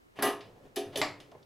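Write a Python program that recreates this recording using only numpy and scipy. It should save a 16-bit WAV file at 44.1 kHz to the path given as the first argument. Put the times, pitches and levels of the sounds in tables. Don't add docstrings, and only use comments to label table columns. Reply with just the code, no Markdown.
import sys
import numpy as np
from scipy import signal
from scipy.fft import rfft, irfft, next_fast_len
from scipy.io import wavfile
from scipy.ndimage import map_coordinates

SR = 44100
rng = np.random.default_rng(int(sys.argv[2]) if len(sys.argv) > 2 else 0)


def unload_wav(signal):
    wavfile.write(
        sys.argv[1],
        SR,
        np.round(np.clip(np.atleast_2d(signal).T, -1, 1) * 32767).astype(np.int16),
    )


N = 63945
RING_RISE_S = 0.0054
# (frequency [Hz], side against middle [dB])
BOX_WIDTH = [(100, -17), (300, -29), (700, -11.5), (2000, -13), (6000, -11.5), (14000, -15)]


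def amp(db):
    return 10 ** (np.asarray(db) / 20)


def along(points, hz):
    freqs, values = np.transpose(points)
    return np.interp(np.log(hz + 1), np.log(freqs + 1), values)


def add(out, start_s, sound):
    i = int(round(start_s * SR))
    out[:, i:] += sound[:, :N - i]


def noise(colour_db, width=BOX_WIDTH):
    size = next_fast_len(N + 8192)
    hz = np.fft.rfftfreq(size, 1 / SR)
    gain = amp([colour_db(hz), colour_db(hz) + along(width, hz)])
    mid, side = irfft(rfft(rng.standard_normal((2, size))) * gain, size)[:, :N]
    return np.array([mid + side, mid - side])


def bed(colour, width):
    wash = noise(lambda hz: along(colour, hz), width)
    return wash / wash.mean(axis=0).std()


def contact(colour_db, crack_db, crack_s=0.005):
    # (frequency [Hz], t60 [s])
    decay = [(100, 0.3), (500, 0.38), (1400, 0.37), (3700, 0.29), (10000, 0.24), (15000, 0.15)]
    hz, times, spectrum = signal.stft(noise(colour_db), SR, nperseg=512)
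    fade = amp(-60 * times / along(decay, hz)[:, None])
    tail = signal.istft(spectrum * fade, SR, nperseg=512)[1][:, :N]
    crack = noise(colour_db).mean(axis=0) * amp(crack_db) * np.exp(-np.arange(N) / SR / crack_s)
    return tail + crack


def ring(modes, rise_s, scatter_db=1.5, spread=0.054):
    t, out = np.arange(N) / SR, np.zeros((2, N))
    for (hz, db, t60), (scatter, pan, phase) in zip(modes, rng.standard_normal((len(modes), 3))):
        wave = np.sin(2 * np.pi * (hz * t + phase)) * np.exp(-np.log(1000) * t / t60)
        out += np.outer([1 + spread * pan, 1 - spread * pan], amp(db + scatter_db * scatter) * wave)
    return out * (1 - np.exp(-t / rise_s))


def box_colour(ripple_hz=45, ripple_db=3.2):
    # (frequency [Hz], level [dB])
    body = [(50, -33.5), (110, -24), (180, -12), (270, -2.5), (480, 2), (650, 4.5), (950, 0), (1300, -0.5),
            (1500, -7.5), (1900, 1), (3100, 2.5), (5200, -2), (6800, -3), (9000, -3.5), (10500, 2),
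            (12500, 0), (15000, -13.5)]
    knots = rng.standard_normal(int(SR / ripple_hz))
    ripple = lambda hz: np.interp(hz / ripple_hz, np.arange(len(knots)), knots)
    depth_db = lambda hz: ripple_db * hz / (hz + 600)
    return lambda hz: along(body, hz) + depth_db(hz) * ripple(hz)


def terminal_lift(hz, width_hz=90):
    # (centre [Hz], lift [dB])
    resonances = [(1700, 8), (2140, -11.5), (2380, 1.5), (3000, 3), (3610, 6), (4520, 6), (5030, 8.5),
                  (5980, 8), (6280, 5.5), (7810, 4.5), (10090, 3), (10230, 9), (11050, 7)]
    return sum(db * np.exp(-((hz - centre) / width_hz) ** 2) for centre, db in resonances)


def room_tone(level_db=-68):
    # (frequency [Hz], level [dB])
    colour = [(15, -40), (25, -1.5), (75, -6.5), (359, -10), (1500, -22.5), (4620, -28.5), (15500, -35.5)]
    # (frequency [Hz], side against middle [dB])
    width = [(50, -21), (300, 6), (2000, 8), (10000, -8.5)]
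    return amp(level_db) * bed(colour, width)


def arm_rub(gain_db=4, lump_db=1.8, lumps_per_s=28):
    # (time [s], level [dB])
    swells = [(0, -91), (.13, -80), (.2, -55.5), (.38, -59.5), (0.531, -62.5), (.58, -64), (.67, -59.5),
              (0.739, -70.5), (0.878, -53), (.96, -58), (1.05, -48), (1.14, -62.5), (1.23, -62.5),
              (1.36, -62.5), (1.45, -69)]
    # (frequency [Hz], level [dB])
    colour = [(30, -10), (70, -16), (105, 1), (150, -2), (220, -10.5), (420, -2), (800, -14), (1600, -25),
              (4000, -32.5), (12000, -43)]
    t = np.arange(N) / SR
    swell_db = np.interp(t, *np.transpose(swells))
    knots = rng.standard_normal(int(t[-1] * lumps_per_s) + 4)
    lumps = map_coordinates(knots, [t * lumps_per_s])
    return amp(gain_db + swell_db + lump_db * lumps) * bed(colour, BOX_WIDTH)


def light_touches(box_db, lift_share=0.48):
    # (time [s], attack [s], level [dB], centre [Hz], width [oct], crack [dB])
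    touches = [ (.1550, 0.016, -36.5, 228, 2.47, -2), (0.163, 0.02, -37.5, 2870, 0.17, 6),
               (0.188, 0.0027, -15.5, 124, 0.92, -19), (0.4053, 0.0045, -47.5, 2802, 0.8, 12),
               (.4080, 0.0053, -46, 5060, 0.062, -2.5), (.5600, 0.0037, -38.5, 324, 1.02, -1.5),
               (0.637, 0.0066, -31.5, 283, 0.12, -6), (0.6517, 0.0007, -68, 2400, 0.73, 12),
               (0.926, 0.029, -25.5, 400, 1.18, -16), (0.924, 0.0078, -45, 2400, 0.87, 3),
               (0.9576, 0.001, -34.5, 3550, 0.2, 17.5), (0.996, 0.0035, -4, 110, 0.22, 0),
               (1.2011, 0.00085, -51, 2830, 1.11, 8.5), (1.3146, .001, -66.5, 3400, 0.83, 16.5),
               (1.3184, 0.0041, -42, 490, 0.97, 16.5), (1.3505, 0.00029, -50, 644, 0.71, 20),
               (1.427, 0.00085, -69, 4170, 0.43, 22), ]
    t, out = np.arange(N) / SR, np.zeros((2, N))
    for start, attack, db, centre_hz, width, crack_db in touches:
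        hump_db = lambda hz: db - 20 * np.log10(1 + (np.log2((hz + 1) / centre_hz) / width) ** 4 / 2)
        touch = contact(lambda hz: hump_db(hz) + box_db(hz) + lift_share * terminal_lift(hz), crack_db)
        add(out, start, touch * (1 - np.exp(-t / attack)))
    return out


def hollow_knocks():
    # (time [s], pitch [Hz], level [dB], t60 [s])
    knocks = [(0.957, 550, -20, 0.037), (.9600, 653.5, -33.5, 0.12), (.9640, 428.8, -32.5, 0.21),
              (0.993, 418, -19, 0.073)]
    out = np.zeros((2, N))
    for start, hz, db, t60 in knocks:
        add(out, start, ring([(hz, db, t60)], RING_RISE_S))
    return out


def clamp_snap(box_db, start_s=1.0153, attack_s=0.00041):
    # (frequency [Hz], level [dB])
    force = [(250, -22), (480, -25.5), (620, -24), (1200, -19.5), (2300, -23), (3200, -33), (4700, -21),
             (6300, -36), (7400, -28), (9500, -49), (14000, -46)]
    # (frequency [Hz], level [dB], t60 [s])
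    modes = [(294.5, -41, 0.54), (613.7, -34.5, 0.28), (652, -29, 0.13), (747, -30.5, 0.2),
             (1150, -32, 0.2), (1363, -41.5, 0.24), (2070, -35, 0.17), (2344, -34.5, 0.18)]
    t, out = np.arange(N) / SR, np.zeros((2, N))
    clack = contact(lambda hz: along(force, hz) + box_db(hz), crack_db=9)
    ringing = ring(modes, RING_RISE_S)
    add(out, start_s, (clack + ringing) * (1 - np.exp(-t / attack_s)))
    return out


def wire_pushes(box_db):
    # (time [s], attack [s], force in each of six bands [dB], panel ring [dB],
    # panel roll-off [Hz], crack [dB])
    pushes = [ (0.1876, 0.0011, -24.5, -29, -24.5, -38.5, -53.5, -61.5, -4.5, 900, 0),
              (0.2225, 0.0065, -26.5, -21, -18.5, -28.5, -31.5, -26, 9.5, 3000, 14),
              (.2480, 0.0037, -15, -23.5, -19, -29, -43, -33.5, -13, 1500, -7),
              (.2690, 0.0017, -18.5, -31, -27.5, -37, -40.5, -39, -12.5, 1300, -3),
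              (.7590, 0.0049, -50, -37, -44.5, -36.5, -39, -38, -15, 2007, 12.5),
              (.7660, 0.00083, -35, -30, -36.5, -34.5, -41, -68, 11, 690, -6),
              (0.9575, 0.00069, -25.5, -35, -39.5, -33, -38.5, -46.5, -4.5, 700, 6),
              (0.9726, 0.00096, -26.5, -33, -33.5, -37.5, -35.5, -36, -14, 900, 3), ]
    bands = [250, 600, 1150, 2800, 6500, 11500]
    # (frequency [Hz], level [dB], t60 [s])
    panel_modes = [(225.6, -24, 0.39), (268, -11, 0.22), (283.3, -14.5, 0.39), (364, -12, 0.32),
                   (409, -6.5, 0.39), (529, -25.5, 0.34), (672, -14, 0.36), (751, -11.5, 0.29),
                   (920.5, -21.5, 0.19), (1064.6, -21.5, 0.35), (1200, -14.5, 0.32), (1253, -20, 0.35),
                   (1615, -11.5, 0.14), (1950, -11.5, 0.25), (2848, -10, 0.28)]
    t, out = np.arange(N) / SR, np.zeros((2, N))
    for start, attack, *force, ring_db, rolloff_hz, crack_db in pushes:
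        force_db = lambda hz: along(list(zip(bands, force)), hz)
        clatter = contact(lambda hz: force_db(hz) + box_db(hz) + terminal_lift(hz), crack_db)
        soft_db = lambda hz: -10 * np.log10(1 + (hz / rolloff_hz) ** 6)
        modes = [(hz, db + ring_db + force_db(hz) + soft_db(hz), t60) for hz, db, t60 in panel_modes]
        panels = ring(modes, RING_RISE_S + 2 * attack)
        add(out, start, (clatter + panels) * (1 - np.exp(-t / attack)))
    return out


def scene(balance_db=0.04):
    box_db = box_colour()
    work = wire_pushes(box_db) + hollow_knocks() + clamp_snap(box_db) + light_touches(box_db) + arm_rub()
    return work * amp([[balance_db], [-balance_db]]) + room_tone()


def record(dry, top_hz=15850):
    size = next_fast_len(N + 8192)
    passband = np.fft.rfftfreq(size, 1 / SR) < top_hz
    return irfft(rfft(dry, size) * passband, size)[:, :N]


dry = scene()
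out = record(dry)
unload_wav(out)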